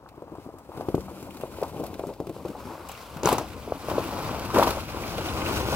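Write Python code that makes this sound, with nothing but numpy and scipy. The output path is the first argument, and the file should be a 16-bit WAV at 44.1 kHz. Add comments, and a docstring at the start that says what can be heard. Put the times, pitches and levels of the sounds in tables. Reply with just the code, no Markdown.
"""Tyres grind ice rubble as dull knocks and sharp snaps ring out close to a microphone pair on a forest trail:
a pickup creeps through a frozen, muddy puddle, passing from left to right.
Ice plates knock with aftershocks, splinters snap as bright noise bursts, thin shards ping in a narrow band.
Clumped clicks and noise make rubble and slush, short rising rings make bubbles, noise puffs make splashes.
Engine and heavy body rumble underneath as low noise; a faint low hum swells and fades after heavy knocks."""
import sys
import numpy as np
from scipy import signal
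from scipy.fft import rfft, irfft, next_fast_len
from scipy.io import wavfile
from scipy.ndimage import map_coordinates

SR = 44100
rng = np.random.default_rng(int(sys.argv[2]) if len(sys.argv) > 2 else 0)


def digitize_waveform(pressure):
    """Quantize a signal to 16-bit integers and store it at the path in sys.argv[1].

    Rows of a 2-D input are taken as channels; values are limited to [-1, 1].
    """
    field = np.atleast_2d(pressure).T
    bounded = np.clip(field, -1, 1)
    quanta = np.round(bounded * 32767).astype(np.int16)
    wavfile.write(sys.argv[1], SR, quanta)


N = 253575

# Tyre work. Each row: time in seconds, grinding of rubble in dB, slush hiss in dB.
TYRE_WORK = [(0.0, -52.5, -68), (0.34, -46, -62), (0.68, -53, -65.5), (0.76, -36.5, -55.5),
             (0.86, -46, -55.5), (1.0, -43.5, -53.5), (1.25, -42, -55.5), (1.75, -38, -52),
             (2.1, -44.5, -56.5), (2.17, -46.5, -61), (2.64, -38.5, -51.5), (2.99, -54, -52),
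             (3.2, -46, -50), (3.4, -42, -49.5), (3.46, -41, -50), (3.84, -41.5, -46.5),
             (3.91, -31.5, -40.5), (4.53, -37, -39.5), (4.85, -39, -42), (5.29, -33, -37.5),
             (5.61, -31, -34), (5.75, -35, -35)]
# What the tyres work through. Each row: time in seconds, fine spray over slush hiss in dB,
# brittleness (gain of the upper rubble) in dB.
FOOTING_MAKEUP = [(0, -7.5, -1.5), (.6, -1, 0), (1.7, -3, -14), (2.3, -1.5, -12.5), (2.9, -6.5, 7),
                  (3.5, -6.5, -3), (4.3, -9, 1.5), (5.3, -11.5, -1), (5.75, -8.5, -4)]
# Splashes and thick slabs crushed under a wheel. Each row: start in seconds, length in seconds,
# grinding in dB, slush hiss in dB.
WHEEL_SURGES = [(2.886, 0.14, -80, -49.5), (3.24, 0.092, -24.5, -30), (3.375, 0.019, -41, -41),
                (4.534, 0.072, -19.5, -34.5), (4.603, 0.029, -36, -30.5), (4.659, 0.017, -22.5, -28),
                (5.248, 0.02, -55, -42), (5.465, 0.071, -38, -42.5), (5.703, 0.063, -40, -38)]
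# Colour of ground rubble. Each row: frequency in Hz, relative level in dB per Hz.
RUBBLE_COLOUR = [(59, -10.5), (100, -5.5), (155, -3.5), (337, 3.5), (374, -2), (559, 0), (687, -2.5),
                 (1070, -1), (1740, -19), (2200, -25), (2860, -74), (4840, -120)]
# Colour of slush hiss. Each row: frequency in Hz, relative level in dB per Hz.
SLUSH_COLOUR = [(880, -8.5), (1500, -5.5), (1760, -16), (2500, -8.5), (3400, -13.5), (5000, -14),
                (7000, -19.5), (9000, -28.5)]
# Colour of fine spray. Each row: frequency in Hz, relative level in dB per Hz.
SPRAY_COLOUR = [(3000, -6), (6500, 0), (7800, 2), (9000, -1.5), (12000, -0.5), (16000, -3.5)]
# Engine and ground rumble. Each row: time in seconds, level in dB.
RUMBLE_LEVEL = [(0, -57.5), (.7, -54), (.96, -41), (1.2, -55), (1.8, -45), (2.1, -51), (3.0, -52),
                (3.28, -38), (3.8, -50), (3.92, -38), (5.0, -39.5), (5.75, -33.5)]
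# Colour of the rumble. Each row: frequency in Hz, relative level in dB per Hz.
RUMBLE_COLOUR = [(13, -72), (22, -10), (70, 5.5), (200, -5), (260, -11), (440, -120)]
# Low hum swelling and fading after heavy knocks. Each row: start in seconds, nominal level in dB,
# fade in dB per second.
HUM_SWELLS = [(.96, -41, 35), (2.18, -52, 15)]
# Ice plates breaking. Each row: time in seconds, nominal level in dB, pitch in Hz,
# aftershocks relative to that level in dB.
PLATE_BREAKS = [(0.056, -42, 840, 6), (0.176, -35, 315, -6), (0.219, -28, 417, -6.5),
                (0.278, -37, 700, -15), (0.317, -32.5, 323, 4), (0.35, -33.5, 750, -0.5),
                (0.381, -30, 320, -8), (0.461, -30.5, 323, -10), (0.487, -31, 485, -7),
                (0.537, -34.5, 373, -7), (0.688, -33, 394, -0.5), (0.716, -35, 860, -2),
                (0.773, -27, 320, -7), (0.795, -27, 407, -13), (0.807, -20, 624, -10),
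                (0.883, -15.5, 347, -7.5), (0.942, -10, 322, -11), (0.977, -19.5, 367, -8.5),
                (1.081, -30.5, 724, -3.5), (1.224, -29, 322, -11), (1.433, -18, 505, -5.5),
                (1.583, -25.5, 505, -22), (1.612, -29.5, 464, 7), (1.624, -12.5, 570, -6.5),
                (1.761, -25, 380, -23), (1.796, -23.5, 403, 3), (1.833, -25, 527, 2),
                (1.992, -19.5, 505, -4), (2.035, -19.5, 450, -6), (2.067, -29, 283, 1.5),
                (2.088, -26.5, 457, 1), (2.104, -28, 382, -1), (2.199, -19, 370, -5),
                (2.268, -27.5, 335, -1.5), (2.293, -24, 330, -4), (2.362, -27.5, 416, -10),
                (2.448, -22.5, 410, -0.5), (2.488, -31.5, 323, 4.5), (2.547, -31, 584, 3),
                (2.648, -41, 297, 9), (2.685, -35, 292, -6), (2.893, -30, 805, -8), (3.161, -36, 207, -7),
                (3.23, -18.5, 410, 0), (3.254, -10.5, 410, -7), (3.271, -9.5, 875, -7),
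                (3.288, -14, 900, -11), (3.294, -27, 940, -11), (3.316, -15.5, 740, -5),
                (3.324, -12, 350, -4), (3.381, -18, 850, -2), (3.409, -25, 600, -5),
                (3.674, -24.5, 506, -2), (3.719, -12.5, 593, -26), (3.883, -18.5, 574, -6.5),
                (3.979, -10.5, 465, -11.5), (4.5, -26.5, 1010, 6), (4.541, -18, 490, -14),
                (4.559, -12.5, 720, -8), (4.584, -6, 510, -9), (4.593, -5.5, 700, -17),
                (4.615, -12, 450, -21), (4.624, -6, 900, -5), (4.669, -15, 690, -9),
                (4.675, -16.5, 930, -10), (4.768, -23, 640, 2), (5.18, -24.5, 590, 1.5),
                (5.19, -25, 444, -17), (5.683, -22, 432, -5), (5.722, -19, 595, 2)]
# Splinters snapping. Each row: time in seconds, nominal level in dB, fine spray over hiss in dB.
SPLINTER_SNAPS = [(0.088, -44, -13), (0.22, -51, 1), (0.352, -50, -1), (0.584, -48, 16), (0.772, -37.5, -7),
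                  (0.807, -41, -10), (0.886, -37.5, -12), (0.949, -31, -5), (1.005, -38, -4),
                  (1.082, -56, -6), (1.226, -37, 1), (1.307, -41, 1), (1.344, -41, 0), (1.369, -35.5, -6),
                  (1.4096, -35, -3), (1.564, -43, -6), (1.615, -37, 3), (1.631, -30, -7), (1.68, -44, 16),
                  (1.798, -44, 13), (1.838, -32, 1), (1.864, -33, 3), (1.9403, -36.5, -14),
                  (1.993, -35.5, -4), (2.0677, -42.5, 12), (2.136, -42, -8), (2.201, -38, 0),
                  (2.2682, -36, -2), (2.293, -36.5, -1), (2.453, -42, -9), (2.482, -37.5, -6),
                  (2.887, -37, 19), (2.916, -37.5, 20), (3.168, -33.5, -7), (3.2326, -27.5, -13),
                  (3.2575, -39, -9), (3.272, -22, 7), (3.2874, -15.5, -2), (3.326, -19, 8),
                  (3.382, -22.5, 1), (3.898, -28, -9), (4.394, -30, -4), (4.544, -25.5, -17),
                  (4.584, -17, -10), (4.63, -19.5, -15), (4.705, -20, -6), (5.18, -27, -11),
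                  (5.476, -34, -2)]
# Splashes thrown up by the tyres. Each row: time in seconds, nominal level in dB, pitch in Hz.
TYRE_SPLASHES = [(1.305, -41, 2680), (1.414, -42, 2830), (1.765, -43, 2820), (2.893, -38, 2730),
                 (2.95, -39, 2600), (3.292, -38, 2700), (4.884, -36, 2330), (5.035, -31, 2340),
                 (5.256, -31, 2920), (5.285, -29, 3180), (5.417, -25, 2460), (5.459, -22.5, 2450)]
# Thin shards that ping as a slab bursts. Each row: time in seconds, nominal level in dB.
SHARD_PINGS = [(3.233, -27), (3.258, -14), (3.383, -26)]
# Passage across the pair. Each row: time in seconds, lag of left behind right in samples.
LEFT_LAG = [(0, -5.5), (1.7, -3.5), (2.6, -0.5), (3.7, 2), (5.75, 5.5)]
# Sound common to both microphone ports. Each row: frequency in Hz, shared share of power.
PORT_LIKENESS = [(60, 0.94), (700, 0.99), (1300, 0.85), (2400, 0.38), (4400, 0.59), (8000, 0.19),
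                 (15000, 0.16)]
# Difference in port colour. Each row: frequency in Hz, left minus right in dB.
PORT_COLOUR = [(60, 5), (200, 4.5), (600, 2.5), (1300, 4), (2400, -1), (4400, .5), (8000, 1), (15000, 0)]

BRITTLE_HZ = 800   # brittleness acts above this
BUBBLES_DB, GURGLE_DB = -17.5, -11   # relative to slush hiss, relative to grinding
SURGE_ATTACK_S, SURGE_SAG_DB, SURGE_RELEASE_S = 0.022, 3, 0.029
SURGE_FINE_DB = -8.5   # fine spray relative to slush hiss
HUM_HZ, HUM_ATTACK_S = 191, 0.094   # pitch about which the hum wavers
THUMP_HZ, THUMP_DB, THUMP_DB_PER_OCTAVE = 145.5, -13, -13   # ground push, stronger under deep plates
FRONT_HZ, FRONT_DB = 1026, -13.5   # brittle front of every break
RING_CYCLES, RING_S = 0.38, 0.00059   # small high plates swing a little more often
OVERTONE, OVERTONE_DB = 2.066, -15   # second swing, as a multiple of the plate's pitch
PLATE_TOP_HZ = 1370   # the plates give little above this
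SNAP_S = 0.0056   # decay time
SPLASH_S, SPLASH_WIDTH = 0.0083, 0.14   # decay time; half bandwidth as a share of the pitch
SHARD_HZ, SHARD_HALF_WIDTH_HZ, SHARD_S = 6420, 450, 0.0009   # centre, half bandwidth, decay time
CUTOFF_HZ = 15830


def from_db(db):
    """Decibels to an amplitude factor."""
    return 10 ** (np.asarray(db) / 20)


def rms_one(x):
    """Scale to an rms of 1."""
    return x / np.sqrt(np.mean(x ** 2) + 1e-20)


def in_time(rows):
    """Join a table's rows by straight lines over time, one curve a column."""
    s, *columns = np.transpose(rows)
    return np.array([np.interp(np.arange(N) / SR, s, c) for c in columns])


def since(s):
    """Seconds elapsed since time s, zero before it."""
    return np.maximum(np.arange(N) / SR - s, 0)


def at_hz(points, hz):
    """Read a spectrum table along log frequency."""
    hz_points, values = np.transpose(points)
    return np.interp(np.log(hz), np.log(hz_points), values)


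def filtered(x, gain_at):
    """Multiply each frequency by gain_at(Hz)."""
    size = 2 * next_fast_len(N // 2 + 1)
    hz = np.maximum(np.arange(size // 2 + 1) * SR / size, 1)
    return irfft(rfft(x, size) * gain_at(hz), size)[..., :N]


def coloured(streams, spectrum):
    """The spectrum on all streams, in minimum phase so that a click rings only after it; rms 1."""
    def causal(hz):
        cepstrum = irfft(np.log(from_db(at_hz(spectrum, hz))))
        # fold the cepstrum onto positive time
        cepstrum[1:len(hz) - 1] *= 2
        cepstrum[len(hz):] = 0
        return np.exp(rfft(cepstrum))
    return rms_one(filtered(streams, causal))


def add(out, s, sound):
    """Mix a sound in at time s, cut at the end."""
    at = min(max(round(s * SR), 0), N)
    out[..., at:at + sound.shape[-1]] += sound[..., :N - at]


def drift(rate):
    """Slow random wander of spread 1: noise through a two-pole lowpass near rate Hz."""
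    pole = np.exp(-40 * np.pi * rate / SR)   # runs at every 20th sample
    noise = rng.standard_normal(N // 20 + 2002)
    slow = signal.lfilter([1], [1, -2 * pole, pole * pole], noise)[2000:]
    return np.interp(np.arange(N) / 20, np.arange(len(slow)), rms_one(slow))


def grains(per_s, spread_db, clump_db, clump_rate, smooth):
    """Three unrelated streams of random clicks that come in shared clumps, on a share of smooth noise."""
    clumps = from_db(clump_db * drift(clump_rate) + .5 * clump_db * drift(4 * clump_rate))
    sizes = from_db(spread_db * np.minimum(rng.exponential(1, (3, N)), 5))
    signs = rng.choice([-1, 1], (3, N))
    clicks = sizes * signs * (rng.random((3, N)) < per_s / SR)
    return (rms_one(clicks) + smooth * rng.standard_normal((3, N))) * clumps


def ground_rubble(brittle_db):
    """Broken ice ground under the tyres: clumped clicks, their upper part raised where it is brittle."""
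    clicks = grains(per_s=1200.0, spread_db=3.5, clump_db=1.9, clump_rate=8.9, smooth=0.71)
    rubble = coloured(clicks, RUBBLE_COLOUR)
    dull = signal.sosfilt(signal.butter(2, BRITTLE_HZ, fs=SR, output="sos"), rubble)
    return dull + from_db(brittle_db) * (rubble - dull)


def pushed_slush(slush, fine):
    """Slush shoved aside: dense clumped drops, coloured once as hiss and once as fine spray."""
    drops = grains(per_s=4000.0, spread_db=3.5, clump_db=1.36, clump_rate=13.2, smooth=0.85)
    return slush * coloured(drops, SLUSH_COLOUR) + fine * coloured(drops, SPRAY_COLOUR)


def patchy(streams, depth_db, rate):
    """Overlapping half-octave bands from 1 kHz up swell and thin out each on its own; the end bands are open."""
    def share(k):
        return lambda hz: np.maximum(1 - np.abs(np.clip(2 * np.log2(hz / 1000), 0, 8) - k), 0)
    return sum(from_db(depth_db * drift(rate)) * filtered(streams, share(k)) for k in range(9))


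def bubbles(per_s, low_hz, high_hz, cycles, rise):
    """Small air pockets burst at random, each a short ring that rises in pitch; rms 1."""
    out, chance = np.zeros(N), rng.random((4000, 3))
    for when, pitch, size in chance[:int(per_s * N / SR)]:
        hz = low_hz * (high_hz / low_hz) ** pitch
        age = np.arange(int(4 * cycles * SR / hz)) * hz / SR   # in cycles
        swell = age * np.exp(-2 * age / cycles)
        ring = np.sin(2 * np.pi * age * (1 + rise * age / cycles))
        add(out, when * N / SR, from_db(-14 * size) * swell * ring)
    return rms_one(out)


def rumble_and_hum():
    """Engine and heavy body as lumpy low rumble, and a wavering low hum after heavy knocks."""
    level_db = in_time(RUMBLE_LEVEL)[0] + 0.28 * drift(6.3)
    rumble = from_db(level_db) * coloured(rng.standard_normal((3, N)), RUMBLE_COLOUR)
    turns = np.cumsum(HUM_HZ * (1 + 0.011 * drift(6.5))) / SR
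    swell = np.zeros(N)
    for s, level_db, fade_db in HUM_SWELLS:
        rise = np.minimum(since(s) / HUM_ATTACK_S, 1)
        swell += from_db(level_db - fade_db * since(s)) * rise
    return rumble + swell * np.sin(2 * np.pi * turns)


def knock(hz, cycles):
    """A plate gives way: a short push, a deep recoil, a quick end, falling in pitch; peak 1."""
    age = np.arange(int(8 * SR / hz)) * hz / SR   # in cycles
    turns = age + 0.012 * (1 - np.exp(-age / .5))
    swing = (age / cycles) ** 2 * np.exp(-2 * age / cycles) * np.sin(2 * np.pi * turns)
    return swing / np.max(np.abs(swing))


def cracks():
    """Each break is a knock with overtone, low push and brittle front, then nine fading ones as pieces settle."""
    out = np.zeros((3, N))
    chance = rng.random((len(PLATE_BREAKS), 3, 9))
    for (s, level_db, hz, after_db), (when, size, pitch) in zip(PLATE_BREAKS, chance):
        thump_db = THUMP_DB + THUMP_DB_PER_OCTAVE * np.log2(hz / 400)
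        add(out, s + 0.001836, from_db(level_db) * knock(hz, cycles=RING_CYCLES + RING_S * hz))
        add(out, s + 0.00184, from_db(level_db + FRONT_DB) * knock(FRONT_HZ, cycles=0.89))
        add(out, s + 0.0011, from_db(level_db + thump_db) * knock(THUMP_HZ, cycles=0.423))
        add(out, s + 0.002416, from_db(level_db + OVERTONE_DB) * knock(OVERTONE * hz, cycles=1.42))
        for k in range(9):
            delay = 0.003627 + 0.0027 * (k + when[k])
            piece_db = level_db + after_db - 380 * delay - 7 * size[k]   # fades 380 dB per second
            piece = knock(hz * (.75 + .9 * pitch[k]), cycles=0.77)
            add(out, s + delay, from_db(piece_db) * piece * (-1) ** k)
    return signal.sosfilt(signal.butter(4, PLATE_TOP_HZ, fs=SR, output="sos"), out)


def snaps():
    """Splinters: short bursts of bright noise with a sharp front, each with its own share of fine spray."""
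    hiss, fine = np.zeros((2, N))
    age = np.arange(int(.06 * SR)) / (SR * SNAP_S)   # in decay times
    for s, level_db, fine_db in SPLINTER_SNAPS:
        burst = from_db(level_db - 7.0) * np.exp(-age) * np.minimum(age * 3, 1)
        add(hiss, s, burst * from_db(-.5 * fine_db))
        add(fine, s, burst * from_db(.5 * fine_db))
    noise = rng.standard_normal((3, N))
    return coloured(noise, SLUSH_COLOUR) * hiss + coloured(noise, SPRAY_COLOUR) * fine


def splashes():
    """Thrown water: a puff of noise in a narrow band, quick to rise and dying fast."""
    out = np.zeros((3, N))
    age = np.arange(int(.1 * SR)) / (SR * SPLASH_S)   # in decay times
    for s, level_db, hz in TYRE_SPLASHES:
        edges = [hz * (1 - SPLASH_WIDTH), hz * (1 + SPLASH_WIDTH)]
        band = signal.butter(2, edges, "band", fs=SR, output="sos")
        puff = rms_one(signal.sosfilt(band, rng.standard_normal((3, len(age)))))
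        add(out, s, from_db(level_db - 4) * puff * np.exp(-age) * np.minimum(age * 4, 1))
    return out


def surges():
    """Each rises fast, sags while the wheel bears down and dies quickly; gains for grinding, slush and spray."""
    out = np.zeros((3, N))
    for s, length, grind_db, slush_db in WHEEL_SURGES:
        attack = np.minimum(since(s) / SURGE_ATTACK_S, 1)
        held = from_db(-SURGE_SAG_DB * np.minimum(since(s) / length, 1))
        release = np.exp(-since(s + length) / SURGE_RELEASE_S)
        out += from_db([[grind_db], [slush_db], [slush_db + SURGE_FINE_DB]]) * attack * held * release
    return out


def shards():
    """Thin ice pings: very short decaying bursts of noise in one high band."""
    bursts = np.zeros(N)
    for s, level_db in SHARD_PINGS:
        bursts += from_db(level_db) * (since(s) > 0) * np.exp(-since(s) / SHARD_S)
    edges = [SHARD_HZ - SHARD_HALF_WIDTH_HZ, SHARD_HZ + SHARD_HALF_WIDTH_HZ]
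    band_filter = signal.butter(2, edges, "band", fs=SR, output="sos")
    band = signal.sosfilt(band_filter, rng.standard_normal((3, N)))
    return bursts * rms_one(band)


def tyres():
    """Tyres working the puddle: rubble and gurgle follow the grinding, hiss and fizz follow the slush."""
    grind_db, slush_db = in_time(TYRE_WORK)
    fine_db, brittle_db = in_time(FOOTING_MAKEUP)
    grind, slush, fine = from_db([grind_db, slush_db, slush_db + fine_db]) + surges()
    rubble = ground_rubble(brittle_db)
    wet = pushed_slush(slush, fine) + snaps()
    fizz = bubbles(per_s=130.0, low_hz=1906, high_hz=5980, cycles=9.5, rise=0.043)
    gurgle = bubbles(per_s=120.0, low_hz=249.3, high_hz=1261, cycles=5.4, rise=0.027)
    grinding = grind * (rubble + from_db(GURGLE_DB) * gurgle)
    fizzing = slush * from_db(BUBBLES_DB) * fizz
    return grinding + patchy(wet, depth_db=0.76, rate=7.6) + fizzing + splashes()


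def two_ports(streams):
    """Stream 0 reaches both ports, the left ever later as the pickup crosses; 1 and 2 are scattered, one a port."""
    def likeness(hz):
        return np.clip(at_hz(PORT_LIKENESS, hz), 0, 1)
    shared = filtered(streams[0], lambda hz: np.sqrt(likeness(hz)))
    apart = filtered(streams[1:], lambda hz: np.sqrt(1 - likeness(hz)))
    left_times = np.arange(N) - in_time(LEFT_LAG)[0]
    left = map_coordinates(shared, [left_times], order=5, mode="nearest")
    return np.array([left, shared]) + apart


def scene():
    """Tyres, rumble and hum, breaking plates and shards as they reach the microphone pair."""
    return two_ports(tyres() + rumble_and_hum() + cracks() + shards())


def record(dry):
    """The two ports differ in colour; peaks are rounded, the deep bass and the top are cut."""
    ports = filtered(dry, lambda hz: from_db(at_hz(PORT_COLOUR, hz) * [[.5], [-.5]]))
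    rounded = np.tanh(ports)
    lean = signal.sosfilt(signal.butter(3, 42.0, "high", fs=SR, output="sos"), rounded)
    return filtered(lean, lambda hz: hz < CUTOFF_HZ)


dry = scene()
out = record(dry)
digitize_waveform(out)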